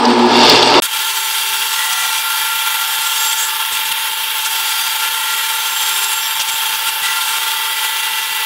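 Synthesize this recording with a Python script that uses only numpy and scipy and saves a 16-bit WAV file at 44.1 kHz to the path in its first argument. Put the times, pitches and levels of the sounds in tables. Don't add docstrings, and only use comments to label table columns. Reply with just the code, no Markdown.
import sys
import numpy as np
from scipy import signal
from scipy.fft import rfft, irfft, next_fast_len
from scipy.io import wavfile
from scipy.ndimage import uniform_filter1d

SR = 44100
rng = np.random.default_rng(int(sys.argv[2]) if len(sys.argv) > 2 else 0)


def gain_from_db(level_db):
    decades = np.asarray(level_db, float) / 20
    return 10 ** decades


def pcm_store(signal):
    levels = np.round(np.clip(np.atleast_2d(signal), -1, 1) * 32767)
    wavfile.write(sys.argv[1], SR, levels.astype(np.int16).T)


N = 372644
T = np.arange(N) / SR

SLOW_END_S, FAST_START_S = 0.8016, 0.8216
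MAINS_HZ = 120
SPINDLE_HZ, LOADED_HZ = 197.5, 197.4
SQUEAL_REST_DB = -42.5

# t/s, depth of bite/dB, shake of the table/dB
FEED_SLOW = [
    (0.0, -48, -14.5),
    (0.11, -20, -12),
    (0.15, -29, -14.5),
    (0.28, -28, -14),
    (0.355, -14.5, -10.5),
    (0.51, -9, -8),
    (0.65, -15, -13),
    (0.78, -14, -8.5),
    (0.8, -19, -10),
]
# t/s, peak level/dB, ring f/Hz
SNAGS = [
    (0.052, -5, 4760),
    (0.102, -10, 3440),
    (0.192, -9, 3390),
    (0.3082, -15, 2650),
    (0.4494, -2, 2800),
    (0.4958, 7.5, 4500),
    (0.574, -7, 4500),
    (0.626, 2.5, 3600),
    (0.74, -4, 3340),
]
# t/s, peak level/dB
TICKS = [(0.0513, -37), (0.0812, -30), (0.1027, -28), (0.1945, -32), (0.2628, -25), (0.3112, -30),
         (0.3681, -19), (0.397, -23), (0.4484, -15), (0.4958, -11), (0.7018, -22), (0.7397, -23)]
# f/Hz, level/dB per Hz
DUST = [(880, -32), (1500, -19), (2490, -8.5), (3480, -4.5), (4120, -9.5), (4590, -1), (6240, -17),
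        (8240, -23), (10000, -40), (16000, -48)]
# f/Hz, width/Hz, level/dB
BITE = [(2160, 140, -3), (2750, 36, 6.5), (3557, 63, 4.5), (4420, 110, -4.5)]
# order, level/dB
HUM = [(1, -33), (4, -33), (5, -33), (6, -30)]
# start t/s, end t/s, order, level/dB
DRONES = [
    (-.04, .06, 2, -22.5),
    (.05, .14, 2, -12.5),
    (.16, .29, 2, -13),
    (.3, .46, 2, -18),
    (.07, .19, 3, -18.5),
    (.2, .3, 3, -12.5),
    (.34, .45, 3, -18.5),
    (.57, .63, 3, -18),
    (.74, .81, 3, -14.5),
]
# order, level/dB
DRONE_REST = [(2, -28), (3, -27)]
# f/Hz, level/dB per Hz
RUMBLE = [(18, -81), (60, -52), (110, -33), (200, -21), (260, -13), (400, -8), (660, -9.5), (900, -8),
          (1150, -9), (1900, -17), (3400, -16), (5000, -19), (6200, -30), (13000, -100)]
# f/Hz, width/Hz, level/dB
CASTING = [(268.6, 25, 7), (452, 76, -2), (610, 39, -5), (755, 40, -1), (860, 70, 0), (890, 56, 1),
           (966, 69, -1.5), (1204, 50, -7), (1304, 35, -8), (1690, 44, -2)]

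# t/s, feed pressure/dB, fine dust/dB
FEED = [(0.82, -25, -27), (1.3, -24, -21.5), (2.0, -24.5, -26.5), (2.32, -26.5, -21.5), (2.7, -27.5, -22),
        (3.45, -25.5, -21.5), (3.52, -30.5, -22.5), (4.41, -31, -23), (4.47, -25.5, -22), (5.25, -27, -24),
        (5.9, -25, -21.5), (6.32, -29, -22), (6.37, -26.5, -23), (7.0, -30, -23.5), (7.05, -26, -29),
        (7.3, -27.5, -24), (7.9, -30, -27), (8.45, -28.5, -26)]
# f/Hz, level/dB per Hz
CHIPS = [(2350, -12), (4000, -2.5), (4740, 1), (5160, -2.5), (8000, -3), (11000, 7), (13100, 5),
         (13700, -1), (15800, 1)]
# t/s, peak level/dB, centre f/Hz, length/s
DIGS = [(1.924, -10, 5730, 0.0099), (3.309, -11, 5910, 0.018), (3.428, -14, 7400, 0.019),
        (3.718, -9.5, 8000, 0.05), (3.85, -12, 7660, 0.031), (3.915, -2.5, 9400, 0.0094),
        (4.111, -14, 9800, 0.023), (4.386, -17, 5760, 0.021), (4.447, -7.5, 7540, 0.014),
        (6.03, -12, 9060, 0.015), (6.395, -5.5, 5500, 0.025), (6.483, -7.5, 7600, 0.015),
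        (6.866, -7.5, 8220, 0.027), (7.028, -10.5, 8930, 0.037)]
# start t/s, end t/s, f/Hz,
# width/Hz, level/dB
SINGING = [(0.816, .87, 10400, 6700, -20.5), (6.203, 6.29, 5090, 25, -40), (3.316, 3.34, 8000, 900, -24),
           (1.0, 1.88, 5800, 40, -40), (1.847, 2.18, 6000, 170, -37), (1.65, 2.15, 1152, 15, -40),
           (1.806, 2.176, 758, 13, -39.5), (1.679, 2.17, 1943, 63, -29.5), (3.13, 3.2, 5490, 60, -33),
           (3.138, 3.3, 6675, 40, -32), (3.2, 3.28, 5900, 40, -34), (3.36, 3.5, 7500, 560, -27.5),
           (3.5, 4.35, 9194, 20, -44), (4.606, 5.0, 4850, 29, -42), (4.715, 5.3, 745, 19, -52),
           (7.2, 7.5, 745, 19, -48), (3.352, 3.5, 7070, 40, -34), (3.36, 3.46, 6600, 40, -29),
           (3.39, 3.5, 7900, 60, -32), (3.29, 3.39, 5900, 30, -33), (5.112, 5.5, 1910, 63, -31.5),
           (5.443, 6.023, 6250, 47, -37), (5.97, 6.0, 9500, 1500, -24), (6.025, 6.05, 10500, 1800, -23),
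           (6.09, 6.16, 10000, 1700, -25), (6.196, 6.29, 5490, 32, -31), (6.2, 6.28, 5885, 50, -31),
           (6.498, 6.576, 7500, 550, -26.5), (7.015, 7.122, 1950, 81, -27), (7.15, 7.382, 8500, 200, -35),
           (7.98, 8.5, 2780, 52, -29)]
# start t/s, end t/s, mode, level/dB
SQUEALS = [
    (.9, 2.8, 1, -58),
    (2.9, 3.6, 1, -31),
    (4.35, 4.9, 1, -48),
    (5.2, 5.7, 1, -36),
    (5.55, 6.5, 1, -31),
]
# f/Hz, level/dB per Hz
MACHINE = [(18, -54), (330, -32.5), (520, -22.5), (670, -27), (760, -16.5), (830, -25), (945, -19),
           (1720, -13.5), (2490, -11.5), (3320, -5), (4090, -13), (6720, -26), (10200, -16.5),
           (15500, -17.5)]
# f/Hz, width/Hz, level/dB
RESONANCES = [(904, 45, -1.5), (1050, 87, 3), (1375, 73, 5.5), (1555, 270, -5), (1722, 38, 3.5), (1946, 160, -4),
              (2326, 180, -6), (2694, 73, -1), (2780, 65, -1), (2940, 44, -12), (3230, 310, -6), (3435, 27, -5),
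              (3694, 150, -5), (4750, 170, -2),
              (5490, 100, 0), (5900, 58, 4.5), (6410, 74, 4.5), (6670, 50, 3), (9860, 92, -0.5),
         (10300, 170, -1.5), (12800, 150, -4)]
# order, level/dB
SPINDLE = [(8, -41), (11, -45), (14, -45), (20, -46)]
# start t/s, end t/s, order, level/dB
LEANS = [(0.95, 1.72, 2, -49), (4.45, 4.68, 2, -50), (5.2, 5.8, 2, -54.5), (5.8, 6.22, 2, -49.5),
         (7.3, 8.6, 2, -51.5), (.8, 1.65, 4, -46), (1.9, 3.1, 4, -47), (2.65, 3.5, 4, -45),
         (4.45, 5.0, 4, -43), (5.55, 6.27, 4, -43), (6.3, 7.4, 4, -45), (7.9, 8.6, 4, -52),
         (1.6, 2.1, 6, -43), (6.3, 6.9, 6, -48), (7.1, 6.9, 4, -53), (3.2, 3.4, 4, -50), (3.2, 3.7, 2, -55),
         (6.75, 7.2, 2, -55), (2.4, 3.35, 6, -42), (3.44, 3.65, 6, -33), (5.3, 6.25, 6, -43),
         (6.9, 7.2, 6, -42), (7.25, 7.75, 6, -37.5),
         (1.25, 1.5, 7, -35), (.85, 1.25, 7, -35.5), (1.55, 2.25, 7, -30.5), (2.2, 2.75, 7, -26.5),
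           (2.696, 3.39, 7, -29.5), (3.4, 3.9, 7, -35.5), (4.55, 4.95, 7, -29), (4.898, 6.25, 7, -32),
           (6.8, 6.94, 7, -26.5), (7.002, 7.264, 7, -27), (7.218, 8.094, 7, -35.5), (1.7, 2.12, 10, -33.5),
           (2.1, 3.4, 10, -40), (4.65, 4.9, 10, -37), (5.12, 6.2, 10, -40), (6.996, 7.22, 10, -29),
           (7.296, 7.6, 10, -35), (7.5, 8.6, 10, -30.5), (1.92, 2.3, 12, -33), (2.3, 2.75, 12, -35.5),
           (4.65, 4.88, 12, -36), (5.85, 6.15, 12, -37), (7.75, 8.6, 12, -38), (1.3, 1.5, 24, -36),
           (2.0, 2.7, 24, -42), (6.7, 6.95, 24, -40), (4.62, 5.0, 24, -31), (7.3, 7.8, 24, -39)]
# order, level/dB
LEAN_REST = [(2, -60.5), (4, -59), (6, -45), (7, -46), (10, -51), (12, -43), (24, -53)]
# t/s, rotor whine f/Hz
ROTOR = [(.82, 868.4), (1.75, 867.1), (4.25, 868.8), (4.9, 868), (6.0, 867.8), (6.55, 868.8), (7.8, 867.5),
         (8.45, 867.6)]
# multiple, offset/Hz, level/dB
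ROTOR_LINES = [(1, 0, -34.5), (1, 3.5, -43), (1, 13, -46), (.5, 0, -59)]
# f/Hz, level/dB, wavering/dB
WHINE = [(895, -31, 1), (1342, -39, 2), (447.5, -59, 1), (479, -61, 1), (953, -52, 2), (1035, -48, 2),
         (1005, -48, 2), (1092, -51, 2), (785, -57, 2), (843, -60, 2), (1737, -43, 2), (2836, -38, 2),
         (3197, -42, 2), (10311, -47, 2), (11195, -49, 2), (13045, -44, 2), (13813, -50, 2),
         (14743, -50, 2), (15665, -51, 2)]
# t/s, peak level/dB
KNOCKS = [(0.987, -44), (1.304, -47), (1.396, -47), (1.568, -44), (2.098, -40), (2.166, -48), (2.532, -49),
          (2.986, -42), (3.253, -44), (3.724, -45), (3.9, -37), (3.985, -51), (4.104, -49), (4.396, -46),
          (5.05, -52), (5.344, -43), (5.779, -46), (5.98, -44), (6.388, -49), (6.535, -39), (6.73, -47),
          (7.018, -38), (7.155, -44), (7.233, -51), (7.306, -46), (7.575, -46), (7.678, -49), (7.933, -45),
          (8.124, -49), (8.31, -45)]
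# middle t/s, low f/Hz, high f/Hz, level/dB
SLIPS = [(1.126, 7500, 9900, -30), (1.265, 6100, 7700, -32), (1.311, 4200, 5400, -32.5),
         (3.192, 4100, 5900, -35), (4.702, 8200, 9800, -35), (4.702, 14400, 16000, -35),
         (4.795, 9500, 12000, -35), (7.744, 9600, 11300, -32)]
STARVED_HZ = [6250, 7700, 8850]


def evened(x):
    return x / np.sqrt(np.mean(x ** 2) + 1e-20)


def read(points, hz):
    f, db = np.transpose(points)
    return np.interp(np.log(hz + 1), np.log(f + 1), db)


def curves(rows):
    s, *columns = np.transpose(rows)
    return [np.interp(T, s, c) for c in columns]


def bump(at, width):
    return np.exp(-((T - at) / width) ** 2)


def drift(rate_hz):
    pole = np.exp(-2 * np.pi * rate_hz / SR)
    motion = signal.lfilter([1], [1, -2 * pole, pole ** 2], rng.standard_normal(N + SR))
    return evened(motion[SR:])


def swells(rows, which, rest_db, edge_s):
    t = T[::64]
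    power = np.full(len(t), gain_from_db(rest_db) ** 2)
    for start, end, voice, db in rows:
        if round(voice) == round(which):
            plateau = np.clip(np.minimum(t - start, end - t) / edge_s, 0, 1)
            power += (gain_from_db(db) * plateau) ** 2
    return np.interp(T, t, 10 * np.log10(power))


def humps_db(modes, hz, floor_db):
    power = sum(gain_from_db(db) ** 2 / (1 + (2 * (hz - f) / width) ** 2) ** 2 for f, width, db in modes)
    return 10 * np.log10(power + gain_from_db(floor_db) ** 2)


def noise(colour_db, patchy_db, size):
    frames, hz = 4 * N // size + 8, np.fft.rfftfreq(size, 1 / SR)
    a, b, patches = rng.standard_normal((frames, len(hz), 3)).T
    patches = uniform_filter1d(patches, size // 100, 0)
    patches = evened(uniform_filter1d(patches, 10000 // size, 1))
    z = (a + 1j * b) * gain_from_db(colour_db(hz)[:, None] + patchy_db * patches)
    return evened(signal.istft(z, nperseg=size, noverlap=3 * size // 4)[1][:N])


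def rippled(x, ripple_db, width_hz):
    size = next_fast_len(N)
    jags = uniform_filter1d(rng.standard_normal(size // 2 + 1), size=round(width_hz * size / SR))
    out = irfft(rfft(x, size) * gain_from_db(ripple_db * evened(jags)), size)[:N]
    return evened(out) * np.std(x)


def resonate(x, hz, width):
    turn = np.exp(2j * np.pi * np.cumsum(hz * np.ones(len(x))) / SR)
    r = np.exp(-np.pi * width / SR)
    return 2 * (turn * signal.lfilter([1 - r], [1, -r], x / turn)).real


def tone(hz, db, waver_db, rate_hz):
    turns = np.cumsum(hz * np.ones(N)) / SR + rng.random()
    return np.sqrt(2) * gain_from_db(db + waver_db * drift(rate_hz)) * np.sin(2 * np.pi * turns)


def whistle(hz, width, size):
    a, b = rng.standard_normal((size + 4000, 2)).T
    r = np.exp(-np.pi * width / SR)
    slow = signal.lfilter([1], [1, -2 * r, r ** 2], a + 1j * b)[4000:]
    slow = slow / abs(slow) ** (0.8 / (1 + (width / 400) ** 2))
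    return evened((slow * np.exp(2j * np.pi * hz * np.arange(len(slow)) / SR)).real)


def bursts(rows, width, rise):
    out = np.zeros(N)
    t = np.arange(0, 0.12, 1 / SR)
    for s, db, hz, length in rows:
        puff = evened(resonate(resonate(rng.standard_normal(len(t)), hz, width), hz, width))
        shape = (1 - np.exp(-t / rise)) * np.exp(-(t / length) ** 2)
        out[round(s * SR):][:len(t)] += gain_from_db(db) * puff * shape
    return out


def burr(cut_db, dust_db, hollow_hz):
    strikes = 2 * LOADED_HZ * T
    ticks = evened(np.diff(np.floor(strikes), prepend=0) * gain_from_db(3.1 * drift(60)))
    gate = 1.8 + np.exp(-(strikes % 1) / 0.3)
    chips = gate * noise(lambda hz: read(CHIPS, hz) - 30 / (1 + (10500 / (hz + 1)) ** 16), 2.1, size=512)
    dust = gate * noise(lambda hz: read(CHIPS, hz) - 30 / (1 + (hz / 9500) ** 16), 1.2, size=512)
    struck = 0.5 * ticks + gate * rng.standard_normal(N)
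    hollow = resonate(resonate(struck, hollow_hz, 2200), hollow_hz, 2200)
    cut = gain_from_db(cut_db) * rippled(evened(chips), 2.5, 50) + gain_from_db(cut_db - 8.5) * evened(hollow)
    cut += gain_from_db(dust_db - 2.5) * rippled(evened(dust), 2.5, 50)
    small = signal.butter(2, 2000, "high", fs=SR)
    return signal.lfilter(*small, cut)


def slow_burr(bite_db):
    throb = 1 + 0.3 * np.cos(2 * np.pi * MAINS_HZ * T)
    bite = throb * noise(lambda hz: read(DUST, hz) + 0.5 * humps_db(BITE, hz, -16), 0.7, size=512)
    dust = throb * noise(lambda hz: read(DUST, hz) - 40 / (1 + (hz / 6500) ** 12), 4.3, size=512)
    dust_db = -33.5 + 0.26 * (bite_db - bite_db.max())
    cut = gain_from_db(bite_db + 0.75 * drift(37)) * bite + gain_from_db(dust_db + 1.7 * drift(15)) * dust
    cut += bursts([(s, db - 6.5, hz, 0.007) for s, db, hz in SNAGS], 1160, 0.0006)
    cut += bursts([(s, db - 11, 10500, 0.006) for s, db in TICKS], 6000, 0.00065)
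    shudder = whistle(170, 66, size=N)
    return cut + gain_from_db(bite_db - 22) * shudder


def slow_motor(bite_db):
    load_db = 0.39 * (bite_db - bite_db.max())
    hum = sum(tone(k * MAINS_HZ, db + load_db, 1.6, 7.1) for k, db in HUM)
    for k, db in DRONE_REST:
        hum += tone(round(k) * MAINS_HZ, swells(DRONES, k, db, 0.022), 0.9, 27)
    return hum


def castings(rumble_db):
    rumble = noise(lambda hz: read(RUMBLE, hz) + 0.7 * humps_db(CASTING, hz, -14), 0.79, size=2048)
    return gain_from_db(rumble_db + 0.63 + 0.84 * drift(34)) * rumble


def digs():
    torn = bursts([(s, db - 13.5, hz, length) for s, db, hz, length in DIGS], 2600, 0.0014)
    jolts = bursts([(s, db - 12.5, 3100, length) for s, db, hz, length in DIGS], 2160, 0.0013)
    return torn + jolts


def singing():
    out = np.zeros(N)
    for start, end, hz, width, db in SINGING:
        now = np.flatnonzero((T >= start) & (T < end))
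        out[now] += gain_from_db(db) * whistle(hz, width, size=len(now)) * signal.windows.tukey(len(now), 0.5)
    return out


def machine(level_db):
    colour = lambda hz: read(MACHINE, hz) + 0.76 * humps_db(RESONANCES, hz, -11.5)
    body = gain_from_db(level_db + 2.5) * rippled(noise(colour, 0.42, size=2048), 3.5, 4)
    orders = sum(tone(k * SPINDLE_HZ, db, 2.1, 5.5) for k, db in SPINDLE)
    for k, db in LEAN_REST:
        orders += tone(round(k) * SPINDLE_HZ, swells(LEANS, k, db, 0.075), 1.2, 8.5)
    squeal_db = swells(SQUEALS, 1, SQUEAL_REST_DB, 0.19) + 3 * drift(14)
    return body + orders + gain_from_db(squeal_db) * whistle(7460, 150, size=N)


def motor_whine():
    rotor_hz = curves(ROTOR)[0]
    whine = sum(tone(k * rotor_hz + hz, db, 0.25, 6.3) for k, hz, db in ROTOR_LINES)
    whine += sum(tone(*line, 5.6) for line in WHINE)
    rise_db = -12 * np.exp(-np.maximum(T - FAST_START_S, 0) / 0.065)
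    return gain_from_db(rise_db) * whine


def table():
    lumps = noise(lambda hz: -45 / (1 + (330 / (hz + 1)) ** 6), 1.5, size=1024)
    knocks = bursts([(s, db - 1.5, 150, 0.011) for s, db in KNOCKS], 350, 0.003)
    return lumps * gain_from_db(-64 + 4.7 * drift(24)) + knocks


def slips():
    out, hz = np.zeros(N), np.fft.rfftfreq(2048, 1 / SR)
    for s, low_hz, high_hz, db in SLIPS:
        band = irfft(rfft(rng.standard_normal(2048)) * (hz > low_hz) * (hz < high_hz))
        out[round(s * SR) - 1024:][:2048] += gain_from_db(db) * evened(band) * signal.windows.tukey(2048, 0.6)
    return out


def natural_speed():
    bite_db, rumble_db = curves(FEED_SLOW)
    return slow_burr(bite_db) + slow_motor(bite_db) + castings(rumble_db)


def dig_depth_db():
    depth_db = np.zeros(N)
    for s, db, hz, length in DIGS:
        deeper = 5 * bump(s + 0.97 * length, 0.45 * length)
        bounce = -2.5 * bump(s + 0.031, 0.027)
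        depth_db += gain_from_db(db + 12) * (deeper + bounce)
    return depth_db


def gain_settling_db():
    after, fall_s = T - 0.855, 0.027
    fallen = np.clip(after / fall_s, 0, 1)
    return 1.5 * (1 - fallen) - 8 * fallen * np.exp(-np.maximum(after - fall_s, 0) / 0.026)


def fast_play():
    feed_db, dust_db = curves(FEED)
    dig_db, settle_db = dig_depth_db(), gain_settling_db()
    level_db = -21.5 + 0.055 * (feed_db - feed_db.mean()) + 0.25 * dig_db + 0.77 * settle_db
    level_db += 0.18 * drift(4.4)
    cut_db = feed_db + dig_db + 1.6 * settle_db + 1.1 * drift(7.8)
    dust_db = dust_db + settle_db + 0.4 * drift(5.2)
    steered = burr(cut_db, dust_db, hollow_hz=7500) + singing() + machine(level_db) + motor_whine()
    return steered * gain_from_db(0.81 * drift(24) + 0.55 * drift(194)) + digs() + table()


def starved(x, floor_db, edge_hz):
    hz, t, z = signal.stft(x, SR, nperseg=2048, noverlap=1024)
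    bands = abs(np.pad(z, ((0, 1), (0, 0))).reshape(171, 6, -1) ** 2).mean(1).repeat(6, 0)
    luck = uniform_filter1d(rng.standard_normal((len(t), 171)), size=3, axis=0)
    luck = evened(luck).T.repeat(6, 0)
    often = 1.6 * sum(np.exp(-((hz[:, None] - f) / 120) ** 2) for f in STARVED_HZ)
    lost = (10 * np.log10(bands[:1025] + 1e-20) < floor_db) | (luck[:1025] + often > 1.3)
    z *= np.where(lost & (hz[:, None] > edge_hz), gain_from_db(-22), 1)
    return signal.istft(z, SR, nperseg=2048, noverlap=1024)[1][:N]


def scene():
    loud = natural_speed() * (T < FAST_START_S)
    overloaded = loud / (1 + np.abs(loud / 1.05) ** 5) ** (1 / 5)
    slow = starved(overloaded, -88, 5800) * np.clip((SLOW_END_S - T) / 0.003, 0, 1)
    fast = fast_play() * (T > FAST_START_S) * gain_from_db(5 * bump(FAST_START_S, 0.003))
    side = slips()
    return np.array([slow + fast + side, slow + fast - side])


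def band_limit(x):
    return signal.sosfilt(signal.butter(12, 16230, fs=SR, output="sos"), x)


def record(dry):
    lowpass = signal.firwin(1501, 15740, window=("kaiser", 10), fs=SR)
    band = signal.oaconvolve(dry, lowpass[None], "same")
    return band_limit(np.clip(band, -1, 1))


dry = scene()
out = record(dry)
pcm_store(out)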